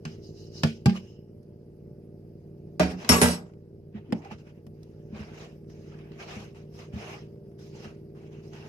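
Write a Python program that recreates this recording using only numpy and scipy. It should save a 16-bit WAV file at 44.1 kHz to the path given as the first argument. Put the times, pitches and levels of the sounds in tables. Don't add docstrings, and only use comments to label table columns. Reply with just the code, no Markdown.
import sys
import numpy as np
from scipy import signal
from scipy.io import wavfile
from scipy.ndimage import uniform_filter1d

SR = 44100
rng = np.random.default_rng(int(sys.argv[2]) if len(sys.argv) > 2 else 0)


def volts(x):
    e = np.asarray(x, float) / 20
    return 10 ** e


def store_wav(level_fs):
    pcm = np.round(np.clip(np.atleast_2d(level_fs), -1, 1) * 32767)
    wavfile.write(sys.argv[1], SR, pcm.T.astype(np.int16))


N = 382788
TIME = np.arange(N) / SR


# (time [s], body peak [dB], crack [dB], tail [dB])
CUP_KNOCKS = [
    (0.052, -28.5, -38.5, -39.5),
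    (0.634, -12, -20, -24),
    (0.858, -5.5, -19.5, -24),
]
# (pitch [Hz], level [dB], t60 [s])
CUP_MODES = [(105.2, -5.5, 0.13), (156.7, 0, 0.15), (174, -7.5, 0.12), (227, -6.5, 0.27),
             (651, -9.5, 0.038), (865, -26, 0.14), (810, -20, 0.083), (1158, -23, 0.1), (1360, -27, 0.1406),
             (1474, -29.5, 0.22), (1730, -23, 0.14)]
# (pitch [Hz], level [dB], t60 [s])
CUP_MODES_AGAIN = [(99, -12.5, 0.13), (138, 8.5, 0.068), (187.3, -8.5, 0.29), (219.6, -8, .28),
                   (263, -15.5, 0.1), (315, -18, 0.18), (396.8, -23.5, 0.2), (650, -23.5, 0.091),
                   (810, -24.5, 0.18), (1174, -30, .15), (1600, -29.5, 0.22)]


def cup_ring():
    ring = strike(CUP_MODES, [row[:2] for row in CUP_KNOCKS[:2]], spread_db=1.5, pan_db=1.1, soft_s=0.000422)
    last = [CUP_KNOCKS[2][:2]]
    return ring + strike(CUP_MODES_AGAIN, last, spread_db=2.5, pan_db=0.8, soft_s=0.0006)


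# (pitch [Hz], level [dB per Hz])
CUP_TAIL = [(240, -29), (380, -2.5), (500, -13), (700, -8), (1000, -15.5), (2900, -23), (4500, -25.5),
            (16000, -53.5)]
# (pitch [Hz], t60 [s])
CUP_DECAY = [(420, 0.19), (1100, 0.087), (2910, 0.32), (7680, 0.23), (15000, 0.29)]


def cup_noise(t):
    return knock_power(CUP_KNOCKS, CUP_TAIL, CUP_DECAY, 0.041, t)


# (time [s], body peak [dB], crack [dB], tail [dB])
STEEL_KNOCKS = [
    (2.796, -15.5, -27, -19),
    (3.091, -10.5, -12.5, -12),
    (3.119, -17.5, -25, -15),
    (3.215, -10.5, -19, -10.5),
]
# (pitch [Hz], level [dB], t60 [s])
STEEL_MODES = [(75.6, -5.5, 0.35), (113, -11.5, 0.16), (176.1, -5, 0.33), (181, -6, 0.92), (210, -6.5, 0.1),
               (258, -11.5, 0.57), (306, -8.5, 0.28), (425.5, -16, .29), (610, -2, 0.13), (620, -12, 0.26),
               (741, -12.5, 0.3), (924, -9.5, 0.17), (1200, -14, 0.11), (1497, -11, 0.14)]
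# (pitch [Hz], level [dB], t60 [s])
STEEL_MODES_AGAIN = [(81.8, -3.5, 0.26), (114, -5, 0.15), (175.1, -7.5, 0.6), (238.6, -0.5, 0.34),
                     (428, -14, 0.37), (470, -15, 0.4), (594.3, -14.5, 0.46), (748, -18.5, 0.22),
                     (790, -29, 0.65), (933, -14.5, 0.24), (1037, -19, 0.2), (1206, -17.5, 0.11),
                     (1590, -16, 0.31)]
HAND_LIFTS_S, HAND_DB_PER_S = 2.97, 249.5


def steel_ring():
    first = strike(STEEL_MODES, [STEEL_KNOCKS[0][:2]], spread_db=1.6, pan_db=1.8, soft_s=0.0021,
                   wobble_db=2.3, left_first=-0.2)
    first = first * volts(-HAND_DB_PER_S * np.clip(TIME - HAND_LIFTS_S, 0, 1))
    later = strike(STEEL_MODES_AGAIN, [row[:2] for row in STEEL_KNOCKS[1:]], spread_db=1.2, pan_db=-1.4,
                   soft_s=0.0012, wobble_db=2.5, left_first=-1)
    return first + later


# (pitch [Hz], level [dB per Hz])
STEEL_TAIL = [(180, -30), (300, -14.5), (614, -14), (1300, -18.5), (2440, -21), (3700, -25.5),
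              (13900, -36.5), (14800, -62)]
# (pitch [Hz], t60 [s])
STEEL_DECAY = [(300, 0.45), (1100, .36), (2910, 0.28), (7680, 0.32), (15000, 0.18)]


def sheet_steel(count=36):
    hz = np.geomspace(1250, 7500, count) * (1 + 0.03 * rng.standard_normal(count))
    level_db = at_hz(STEEL_TAIL, hz) + 10 * np.log10(hz / 1000)
    modes = np.transpose([hz, level_db, at_hz(STEEL_DECAY, hz)])
    hits = [(row[0], row[3] - 9) for row in STEEL_KNOCKS]
    return strike(modes, hits, spread_db=3.5, pan_db=-1.5, soft_s=0.00045, wobble_db=3.0)


# (pitch [Hz], level [dB per Hz])
SET_DOWN_TAIL = [(180, -31), (300, -11), (614, -12.5), (1000, -21), (1530, -19), (2440, -21), (4500, -32),
                 (14500, -43)]
# (pitch [Hz], t60 [s])
FALL_DECAY = [(300, 0.37), (1100, .36), (2910, 0.39), (7680, 0.36), (10500, .1), (15000, 0.06)]


def steel_noise(t):
    set_down = knock_power(STEEL_KNOCKS[:1], SET_DOWN_TAIL, STEEL_DECAY, 0.04, t)
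    fall = knock_power(STEEL_KNOCKS[1:3], STEEL_TAIL, FALL_DECAY, 0.04, t)
    bounce = knock_power(STEEL_KNOCKS[3:], STEEL_TAIL, STEEL_DECAY, 0.031, t)
    return set_down + fall + bounce


SPOON_HZ = [1136, 2305, 2745, 2953, 4870, 5497, 6696, 7935, 8414, 9476, 11040, 11348, 12900, 13730]
# (fall [dB], bounce [dB], t60 after fall [s], t60 after bounce [s], left over right [dB])
SPOON = [(-29.5, -45.5, 1.5, .2, 2.5), (-32, -39, 0.27, .27, 0), (-33.5, -39.5, 0.6, 0.44, 1.5),
         (-34, -37, 0.2, .3, -4.5), (-39.5, -40, 0.25, 0.43, 8), (-25, -33, 0.4, 0.62, 9),
         (-30, -31, 0.8, .25, -0.5), (-30, -30.5, 0.6, 0.53, -5.5), (-39, -40.5, 1.0, 0.34, -4),
         (-30, -21.5, 0.45, .3, -7), (-28.5, -34.5, 0.5, 0.3, -5), (-30.5, -36.5, 0.93, 0.5, -5.5),
         (-39, -40, 0.15, .3, -4), (-39, -37, 0.3, .28, -5.5)]
# (phase [turns], swing [dB])
SPOON_FACES = [(.7, 3.5), (.4, 1.5), (0.29, 1.5), (.3, 1), (.25, 2), (.2, 4), (.3, 2.1), (.85, 2),
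               (.6, 2.5), (.1, 1.5), (.3, 1.5), (0.29, 1.5), (.16, 2), (.3, 1.5)]
# (pitch [Hz], level [dB])
SPOON_FINE = [(10700, -46.5), (11400, -36), (11520, -37.5), (12300, -41.5), (13300, -41.5), (14210, -39.5),
              (9230, -38), (6080, -36)]
TUMBLE_HZ, BOUNCE_STOPS_DB_PER_S = 8.5, 899.5


def spoon():
    rings, fall, bounce = 0, STEEL_KNOCKS[1][0], STEEL_KNOCKS[-1][0]
    heard = slice(round(fall * SR), round((fall + 1) * SR))
    turns = TUMBLE_HZ * (TIME[heard] - fall)
    fine_modes = [(hz, db, 0.24, -4) for hz, db in SPOON_FINE]
    for k, s in enumerate((fall, bounce)):
        ring = strike(fine_modes, [(s, 0)], spread_db=3.0, pan_db=3.0, soft_s=0.00017, wobble_db=5.0)
        for hz, row, (faces, turn_db) in zip(SPOON_HZ, SPOON, SPOON_FACES):
            facing = volts(turn_db * np.cos(2 * np.pi * (turns - faces)))
            mode = strike([(hz, row[k], row[2 + k], row[-1])], [(s, 0)], spread_db=1.4, pan_db=1.34,
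                          soft_s=0.00017, wobble_db=2.5)
            ring[:, heard] += facing * mode[:, heard]
        if k == 0:
            ring = ring * volts(-BOUNCE_STOPS_DB_PER_S * np.clip(TIME - bounce, 0, 1))
        rings = rings + ring
    return rings * resting(222)


SPOON_RESTS_S = 3.345


def resting(db_per_s):
    return volts(-db_per_s * np.clip(TIME - SPOON_RESTS_S, 0, 1))


# (full at [s], swell [s], hold [s], dull part [dB], brightness of hiss over it [dB])
STIRS = [
    (.1, 0.083, 0.03, -66.5, -0.5),
    (.24, 0.042, 0.037, -81.5, 16),
    (.38, 0.069, 0.06, -76, 12),
    (0.559, 0.059, 0.14, -67, 9.5),
]
# (pitch [Hz], level [dB per Hz])
POWDER = [(2000, -44.5), (3400, -12), (3820, -27), (4160, -0.5), (5060, -3.5), (6080, -3), (7700, -29),
          (10000, -47.5)]
STIR_DIES_DB_PER_S = 167


def stir_power(t):
    return rubbing_power(t, STIRS, POWDER, STIR_DIES_DB_PER_S, -17)


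# (time [s], level [dB])
JOLTS = [
    (.06, -71.5),
    (0.661, -67),
    (.87, -60),
    (.97, -66),
    (1.079, -69.5),
    (1.16, -75),
]
# (pitch [Hz], width [Hz], level [dB])
HELD_SPOON = [(2905, 280, 1), (5200, 170, -4.5), (13750, 63, -16)]


def held_spoon():
    white = rng.standard_normal((2, N))
    modes = 0
    for hz, width, db in HELD_SPOON:
        song = rms_one(resonate(resonate(white, hz, width), hz, width))
        modes = modes + volts(db + 2.5 * drift(5.4)) * song
    power = 0
    for s, db in JOLTS:
        power = power + volts(db) ** 2 * rub(TIME, s, 0.02, 0, 125.5)
    for s, swell, hold, db, bright_db in STIRS:
        under_stir = volts(db + bright_db - 13) ** 2
        power = power + under_stir * rub(TIME, s, swell, hold, STIR_DIES_DB_PER_S)
    return modes * np.sqrt(power)


# (time [s], body peak [dB], crack [dB], tail [dB])
BOX_KNOCKS = [
    (4.1236, -9, -20, -41.5),
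    (4.129, -40, -27, -38.5),
]
# (pitch [Hz], level [dB], t60 [s])
BOX_MODES = [(162.6, -21, 0.29), (227, -9.5, 0.13), (251, 2.5, 0.039), (503, -5.5, 0.04),
             (602, -11.5, 0.04), (820, -16, 0.053)]


def box_ring():
    return strike(BOX_MODES, [row[:2] for row in BOX_KNOCKS], spread_db=-1.0, pan_db=1.0, soft_s=0.0015)


# (pitch [Hz], level [dB per Hz])
BOX_TAIL = [(100, 0), (255, 7), (415, -17), (818, -18.5), (1150, -40), (2220, -39), (4500, -51),
            (16000, -73.5)]
# (pitch [Hz], t60 [s])
BOX_DECAY = [(100, 0.023), (1000, 0.45), (5000, 0.24), (14000, 0.12)]


def box_noise(t):
    return knock_power(BOX_KNOCKS, BOX_TAIL, BOX_DECAY, 0.031, t)


# (time [s], pitch [Hz], level [dB], t60 [s])
TAPS = [(.893, 206.3, -22.5, 0.22), (0.954, 1180, -42, 0.086), (.962, 2960, -40, .08),
        (0.964, 4170, -48, .04), (.052, 2920, -44, 0.06), (0.051, 1590, -49, 0.1),
        (4.666, 720, -53.5, 0.039), (3.04, 243, -40, .15), (3.047, 1700, -38, 0.037),
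        (3.955, 1920, -59, 0.12), (4.088, 257, -39, 0.14), (4.106, 333, -32.5, 0.068),
        (4.255, 793, -39.5, .08), (4.31, 846, -34, 0.045), (5.921, 1320, -52, 0.05),
        (5.94, 1640, -53, 0.044), (6.33, 2470, -58, .05), (6.8, 726, -56, 0.053), (3.116, 1252, -17, .07),
        (3.14, 638.5, -24.5, .08), (3.185, 439.3, -27, .25), (3.217, 440.3, -16.5, .12),
        (3.252, 943, -20, .12), (3.296, 610, -31, 0.047), (2.8, 641.4, -22, .1), (5.191, 252, -41, .15),
        (.645, 655, -35, 0.1)]


def taps():
    out = 0
    for s, hz, db, t60 in TAPS:
        pair = [(hz, 0, t60), (0.93 * hz, -3, t60)]
        out = out + strike(pair, [(s, db)], spread_db=-4.5, pan_db=3.0, soft_s=0.00094)
    return out


# (full at [s], swell [s], hold [s], dull part [dB], brightness [dB])
SLIDES = [(.965, 0.062, 0.0037, -45, -7.5), (1.0, .02, 0.073, -67.5, -3), (1.06, 0.066, 0.1, -75, -2),
          (1.2, 0.044, 0.032, -81, -11), (2.91, 0.061, 0.0081, -44.5, -9), (3.01, 0.058, 0.1, -45.5, -11),
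          (3.3, 0.047, 0.036, -38.5, -2.5), (3.49, 0.025, 0.029, -73, -28),
          (3.96, 0.027, 0.025, -55.5, -21), (4.06, 0.055, .05, -67.5, -18),
          (4.17, 0.06, 0.021, -62.5, -6.5), (4.25, 0.058, 0.022, -51.5, -16.5),
          (4.315, 0.02, 0.0076, -43.5, -15), (4.39, .03, 0.023, -62, -9), (4.48, 0.062, 0.026, -63, -12),
          (4.55, 0.029, 0.032, -71.5, -14)]
# (pitch [Hz], level [dB per Hz])
HISS = [(2000, -24.5), (3400, -3), (4090, 1), (4500, -10), (4970, 1.5), (6420, -1.5), (7700, -20),
        (10000, -42.5)]


def slide_power(t):
    return rubbing_power(t, SLIDES, HISS, 422.5, -12)


# (time [s], peak [dB], top part [dB])
TICKS = [(0.896, -26.5, -22), (.972, -33, -32), (2.86, -38, -16), (3.285, -19, -4), (1.43, -69, 3),
         (3.047, -25.5, -26), (3.145, -24, -14), (3.258, -16, -11.5), (7.358, -63, -23),
         (7.515, -61.5, -19.5), (3.5356, -54, -26), (3.869, -73, -25.5), (3.927, -62, -25),
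         (3.9519, -54, -31), (4.104, -52, -32), (4.22, -50, -25.5), (4.47, -57.5, -20),
         (4.2479, -39.5, -24), (4.316, -38, -26), (4.3844, -51.5, -27), (4.6664, -48, -10.5),
         (4.831, -59.5, 5), (5.1244, -58, -23.5), (5.233, -45.5, -20.5), (5.447, -47, -10),
         (5.643, -63.5, -19.5), (5.698, -51, -18), (5.921, -56, -26.5), (6.118, -48, -21),
         (6.725, -61, -20), (6.925, -59.5, -20), (5.9883, -47, -27), (6.2006, -39, -24), (6.5474, -50, -24),
         (6.789, -42, -25), (6.9721, -54, -31), (7.5903, -55, -7), (7.845, -38.5, -24.5),
         (8.1, -65.5, -19.5), (8.149, -61, -24.5), (8.374, -61, -20), (8.5337, -41, -33)]
TICK_T60_S = 0.035


def tick_power(t):
    low = band_power([(800, 10.5), (2500, 4.5), (5500, -7.0), (7500, -12)])
    top = band_power(TOP) + band_power(HISS)
    out = np.zeros((len(CENTRES_HZ), len(t)))
    for s, db, top_db in TICKS:
        near = (t >= s) & (t < s + 2 * TICK_T60_S)
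        decay = volts(db - 8.0 - 60 * (t[near] - s) / TICK_T60_S) ** 2
        out[:, near] += (low + top * volts(top_db) ** 2) * onset(t[near], s) * decay
    return out


# (full at [s], swell [s], hold [s], dull part [dB], brightness [dB])
STEPS = [(4.85, 0.25, 0.25, -75.5, -8), (5.17, 0.059, 0.035, -49, -14), (5.25, 0.041, 0.13, -57.5, -11.5),
         (5.4, 0.091, 0.045, -52, -9), (5.7, 0.032, 0.18, -68.5, -5.5), (5.92, 0.079, 0.093, -62, -13.5),
         (6.05, .04, 0.032, -65.5, -18.5), (6.14, 0.072, 0.043, -62, -11), (6.21, 0.04, 0.024, -48.5, -10),
         (6.29, 0.043, 0.076, -47.5, -10), (6.4, .03, 0.035, -55, -8.5), (6.56, 0.02, 0.014, -58.5, -10.5),
         (6.75, 0.054, 0.018, -66.5, -1.5), (6.8, 0.042, 0.0075, -53, -8), (6.94, 0.023, 0.14, -55, -10.5),
         (7.0, 0.068, 0.15, -48, -11), (7.6, 0.026, 0.069, -66.5, 1.5), (7.75, 0.041, 0.097, -58.5, -6.5),
         (7.85, 0.075, 0.014, -52.5, -12), (8.16, 0.023, 0.12, -65.5, -12),
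         (8.33, .04, 0.064, -63.5, -12.5), (8.44, 0.019, 0.038, -67, -2.5), (8.54, 0.037, 0.18, -55.5, -11)]


def step_power(t):
    return rubbing_power(t, STEPS, HISS, 188, -12)


def rustle_power(t):
    rubbing = stir_power(t) + slide_power(t) + step_power(t)
    return rubbing * volts(0.82 * drift(37)[::16]) ** 2


# (time [s], peak [dB])
THUDS = [(3.946, -34), (4.313, -28.5), (4.665, -37.5), (5.125, -30.5), (5.2, -29), (6.362, -30),
         (6.398, -40), (6.931, -29), (6.957, -29.5), (7.85, -40)]
# (pitch [Hz], level [dB], t60 [s])
FLOORBOARD = [(87, 5, 0.11), (111.6, -5.5, 0.25), (211, 5, 0.13)]


def thuds():
    return strike(FLOORBOARD, THUDS, spread_db=4.0, pan_db=0.9, soft_s=0.00044)


# (multiple of the stroke rate, level [dB])
MOTOR = [(2, -33.5), (3, -13), (4, -17), (5, -6.5), (6, -9.5), (7, -9.5), (8, -1), (9, -12.5), (10, -8.5),
         (11, -11.5), (12, -11), (13, -11), (14, -27), (15, -24.5), (16, -18.5), (17, -7.5), (18, -16.5),
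         (19, -10.5), (20, -19.5), (21, -3.5), (22, -23), (23, -13.5), (24, -14), (25, -17), (26, -19.5),
         (27, -28.5), (28, -22), (29, -28), (30, -29), (31, -20.5)]
STROKES_DB = [1, 0, 1]
STROKES_LATE = [0, 0.005, -0.004]
MOTOR_HZ, MOTOR_DB = 18.9, -48


def motor():
    turn = MOTOR_HZ * TIME - 2.51 + 0.0071 * drift(0.84)
    strength = volts(np.interp(turn % 3, range(4), STROKES_DB + STROKES_DB[:1]))
    turn = turn - np.interp(turn % 3, range(4), STROKES_LATE + STROKES_LATE[:1])
    out = 0
    for multiple, db in MOTOR:
        apart = np.arccos(likeness(multiple * MOTOR_HZ)) / 2
        luck = 0.6 * rng.standard_normal()
        phase = 2 * np.pi * multiple * turn + 2 * np.pi / 3 * (multiple % 3 == 2) + luck
        out = out + volts(db + 1.9 * drift(0.43)) * np.cos(phase + apart * np.array([[1], [-1]]))
    return volts(MOTOR_DB) * rms_one(out * strength * volts(1.8 * drift(36)))


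# (pitch [Hz], width [Hz], level [dB])
CASING = [(587, 12, -73), (694, 68, -78), (846, 30, -85)]


def casing():
    white = rng.standard_normal(N) + 0.5 * rng.standard_normal((2, N))
    out = 0
    for hz, width, db in CASING:
        out = out + volts(db) * rms_one(resonate(resonate(white, hz, width), hz, width))
    return out


# (pitch [Hz], level [dB per Hz])
AIR = [(20, -18.5), (141, -2.5), (275, -19.5), (380, -10.5), (560, -21), (640, -29), (870, -36),
       (1000, -60)]
# (pitch [Hz], level [dB per Hz])
SELF_NOISE = [(560, -33.5), (1220, -4.5), (2400, -9.5), (3900, -15), (5030, -9), (7340, -21), (11800, -12),
              (16000, -16)]


def background_power():
    return band_power(AIR) * volts(-57) ** 2 + band_power(SELF_NOISE) * volts(-80) ** 2


def strike(modes, hits, spread_db, pan_db, soft_s, wobble_db=0, left_first=1):
    out = np.zeros((2, N))
    for s, level_db in hits:
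        i = round(s * SR)
        for (hz, db, t60, *lean_db), luck in zip(modes, rng.standard_normal((len(modes), 5))):
            t = TIME[:min(round(SR * min(1.5 * t60, 0.7)), N - i)]
            wobble = np.sin(2 * np.pi * (9 * t + luck[3]))
            wobble = wobble + np.sin(2 * np.pi * ((23 + 4 * luck[3]) * t + luck[4]))
            db = level_db + db + spread_db * luck[0] + wobble_db * wobble
            build_up = (1 - np.exp(-t / (soft_s + 0.37 / hz))) ** 2
            shape = volts(db - 60 * t / t60) * build_up
            first = np.sign(luck[1]) if hz > 900 else left_first
            apart = first * np.arccos(likeness(hz)) / 2
            for k, side in enumerate((1, -1)):
                lean = volts(side * (pan_db * luck[2] + sum(lean_db) / 2))
                out[k, i:i + len(t)] += shape * lean * np.sin(2 * np.pi * hz * t + side * apart)
    return out


CRACK_TILT = 0.78


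def knock_power(knocks, spectrum, decay, crack_t60, t):
    out, share = 0, band_power(spectrum)
    share = share / share[CENTRES_HZ > 600].sum()
    t60 = at_hz(decay, CENTRES_HZ)[:, None]
    tilt = (CENTRES_HZ / 2500) ** CRACK_TILT / (1 + (CENTRES_HZ / 14000) ** 8)
    bright = ((CENTRES_HZ > 900) * tilt)[:, None]
    for s, _, crack_db, tail_db in knocks:
        age = np.maximum(t - s, 0)
        crack = volts(crack_db - 60 * age / crack_t60) ** 2 * bright
        tail = volts(tail_db - 9.0 - 60 * age / t60 + 2.0 * drift(30)[::16]) ** 2
        out = out + onset(t, s) * share * (crack + tail)
    return out


# (pitch [Hz], level [dB per Hz])
DULL = [(240, -30), (400, -7.5), (714, -8), (994, -14), (2150, -16.5), (2540, -13.5), (3600, -23),
        (4680, -56.5)]
# (pitch [Hz], level [dB per Hz])
TOP = [(4290, -30), (7300, -5), (8160, -4), (9100, -6), (12200, -3), (14800, -21), (16000, -29)]


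def rubbing_power(t, rows, hiss, dies_db_per_s, top_db):
    out, bright = 0, band_power(hiss) + band_power(TOP) * volts(top_db) ** 2
    for s, swell, hold, db, bright_db in rows:
        colour = band_power(DULL) + bright * volts(bright_db) ** 2
        out = out + colour * volts(db) ** 2 * rub(t, s, swell, hold, dies_db_per_s)
    return out


SWELL_DB = 23


def rub(t, s, swell, hold, dies_db_per_s):
    rise = np.clip((t - s) / max(swell, 0.005), -4, 0)
    fall_db = dies_db_per_s * np.maximum(t - s - hold, 0)
    return volts(SWELL_DB * rise * (1 - rise) / 2 - fall_db) ** 2


EDGES_HZ = np.append(30 * 2 ** np.arange(0, 4, 1 / 2), 480 * 2 ** np.arange(0, 5.1, 1 / 5))
CENTRES_HZ = np.sqrt(EDGES_HZ[1:] * EDGES_HZ[:-1])


def noise_of(power, patchy_db):
    out, white = 0, rng.standard_normal((2, 2, N))
    for k, hz in enumerate(CENTRES_HZ):
        sos = signal.butter(2, EDGES_HZ[k:k + 2], "band", fs=SR, output="sos")
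        mid, side = rms_one(signal.sosfilt(sos, white[k % 2]))
        alike = likeness(hz)
        gain = np.sqrt(np.interp(TIME, TIME[::16], power[k]) / 2) * volts(patchy_db * drift(15))
        out = out + gain * (np.sqrt(1 + alike) * mid + np.sqrt(1 - alike) * side * [[1], [-1]])
    return out


def band_power(spectrum):
    inside = (CENTRES_HZ > spectrum[0][0]) & (CENTRES_HZ < spectrum[-1][0])
    power = volts(at_hz(spectrum, CENTRES_HZ)) ** 2 * np.diff(EDGES_HZ) * inside
    return (power / power.sum())[:, None]


def onset(t, s):
    return np.clip((t - s) * CENTRES_HZ[:, None], 0, 1) ** 2


# (pitch [Hz], correlation)
LIKENESS = [(60, 0.81), (130, 1), (290, 0.9), (640, 0.45), (1410, -0.14), (3100, -0.085), (6820, 0.18),
            (15000, -0.44)]


def likeness(hz):
    return np.clip(at_hz(LIKENESS, hz), -1, 1)


def resonate(x, hz, width):
    r = np.exp(-np.pi * width / SR)
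    poles = [1, -2 * r * np.cos(2 * np.pi * hz / SR), r * r]
    return signal.lfilter([(1 - r * r) / 2, 0, (r * r - 1) / 2], poles, x)


def drift(rate):
    r = np.exp(-80 * np.pi * rate / SR)
    white = rng.standard_normal(N // 40 + 2002)
    slow = signal.lfilter([1], [1, -2 * r, r * r], white)[2000:]
    return np.interp(np.arange(N) / 40, np.arange(len(slow)), rms_one(slow))


def rms_one(x):
    return x / np.sqrt(np.mean(x ** 2) + 1e-20)


def at_hz(points, hz):
    table = np.array(points)
    return np.interp(np.log(hz), np.log(table[:, 0]), table[:, 1])


def scene():
    t = TIME[::16]
    power = cup_noise(t) + steel_noise(t) + box_noise(t)
    power = power + rustle_power(t) + tick_power(t) + background_power()
    steel = (volts(-2.0) * steel_ring() + sheet_steel()) * resting(55)
    struck = volts(-2.0) * (cup_ring() + box_ring()) + steel + volts(-7.5) * thuds()
    no_bass = signal.butter(3, 62, "high", fs=SR, output="sos")
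    struck = signal.sosfilt(no_bass, struck + 1e-18)
    ringing = struck + spoon() + held_spoon() + taps()
    return noise_of(power, patchy_db=2.5) + ringing + motor() + casing()


# (pitch [Hz], width [Hz], added [dB])
PORTS = [(2700, 810, -10), (5000, 350, -0.5)]


def microphone(x):
    x = signal.sosfilt(signal.butter(3, 48, "high", fs=SR, output="sos"), x)
    x = signal.sosfilt(signal.butter(8, 15500, fs=SR, output="sos"), x)
    x = x - 0.34 * resonate(x, 3500, 710)
    return x + sum(volts(db) * resonate(x, hz, width) for hz, width, db in PORTS)


def top_cut(x):
    return signal.sosfilt(signal.butter(12, 16470, fs=SR, output="sos"), x)


def record(dry):
    level_db = 10 * np.log10(uniform_filter1d(np.mean(dry ** 2, axis=0), 441) + 1e-9)
    cut_db = 0.26 * np.maximum(level_db + 29.5, 0)
    held_db = np.maximum.accumulate(cut_db + 1.775 * TIME) - 1.638 * TIME
    r = np.exp(-1 / (0.13 * SR))
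    gain = volts(4.5 - signal.lfilter([1 - r], [1, -r], held_db))
    x = microphone(dry) * gain * volts([[-0.4], [0.4]])
    mix = 1.006 * np.tanh(x / 1.094)
    return top_cut(mix)


dry = scene()
out = record(dry)
store_wav(out)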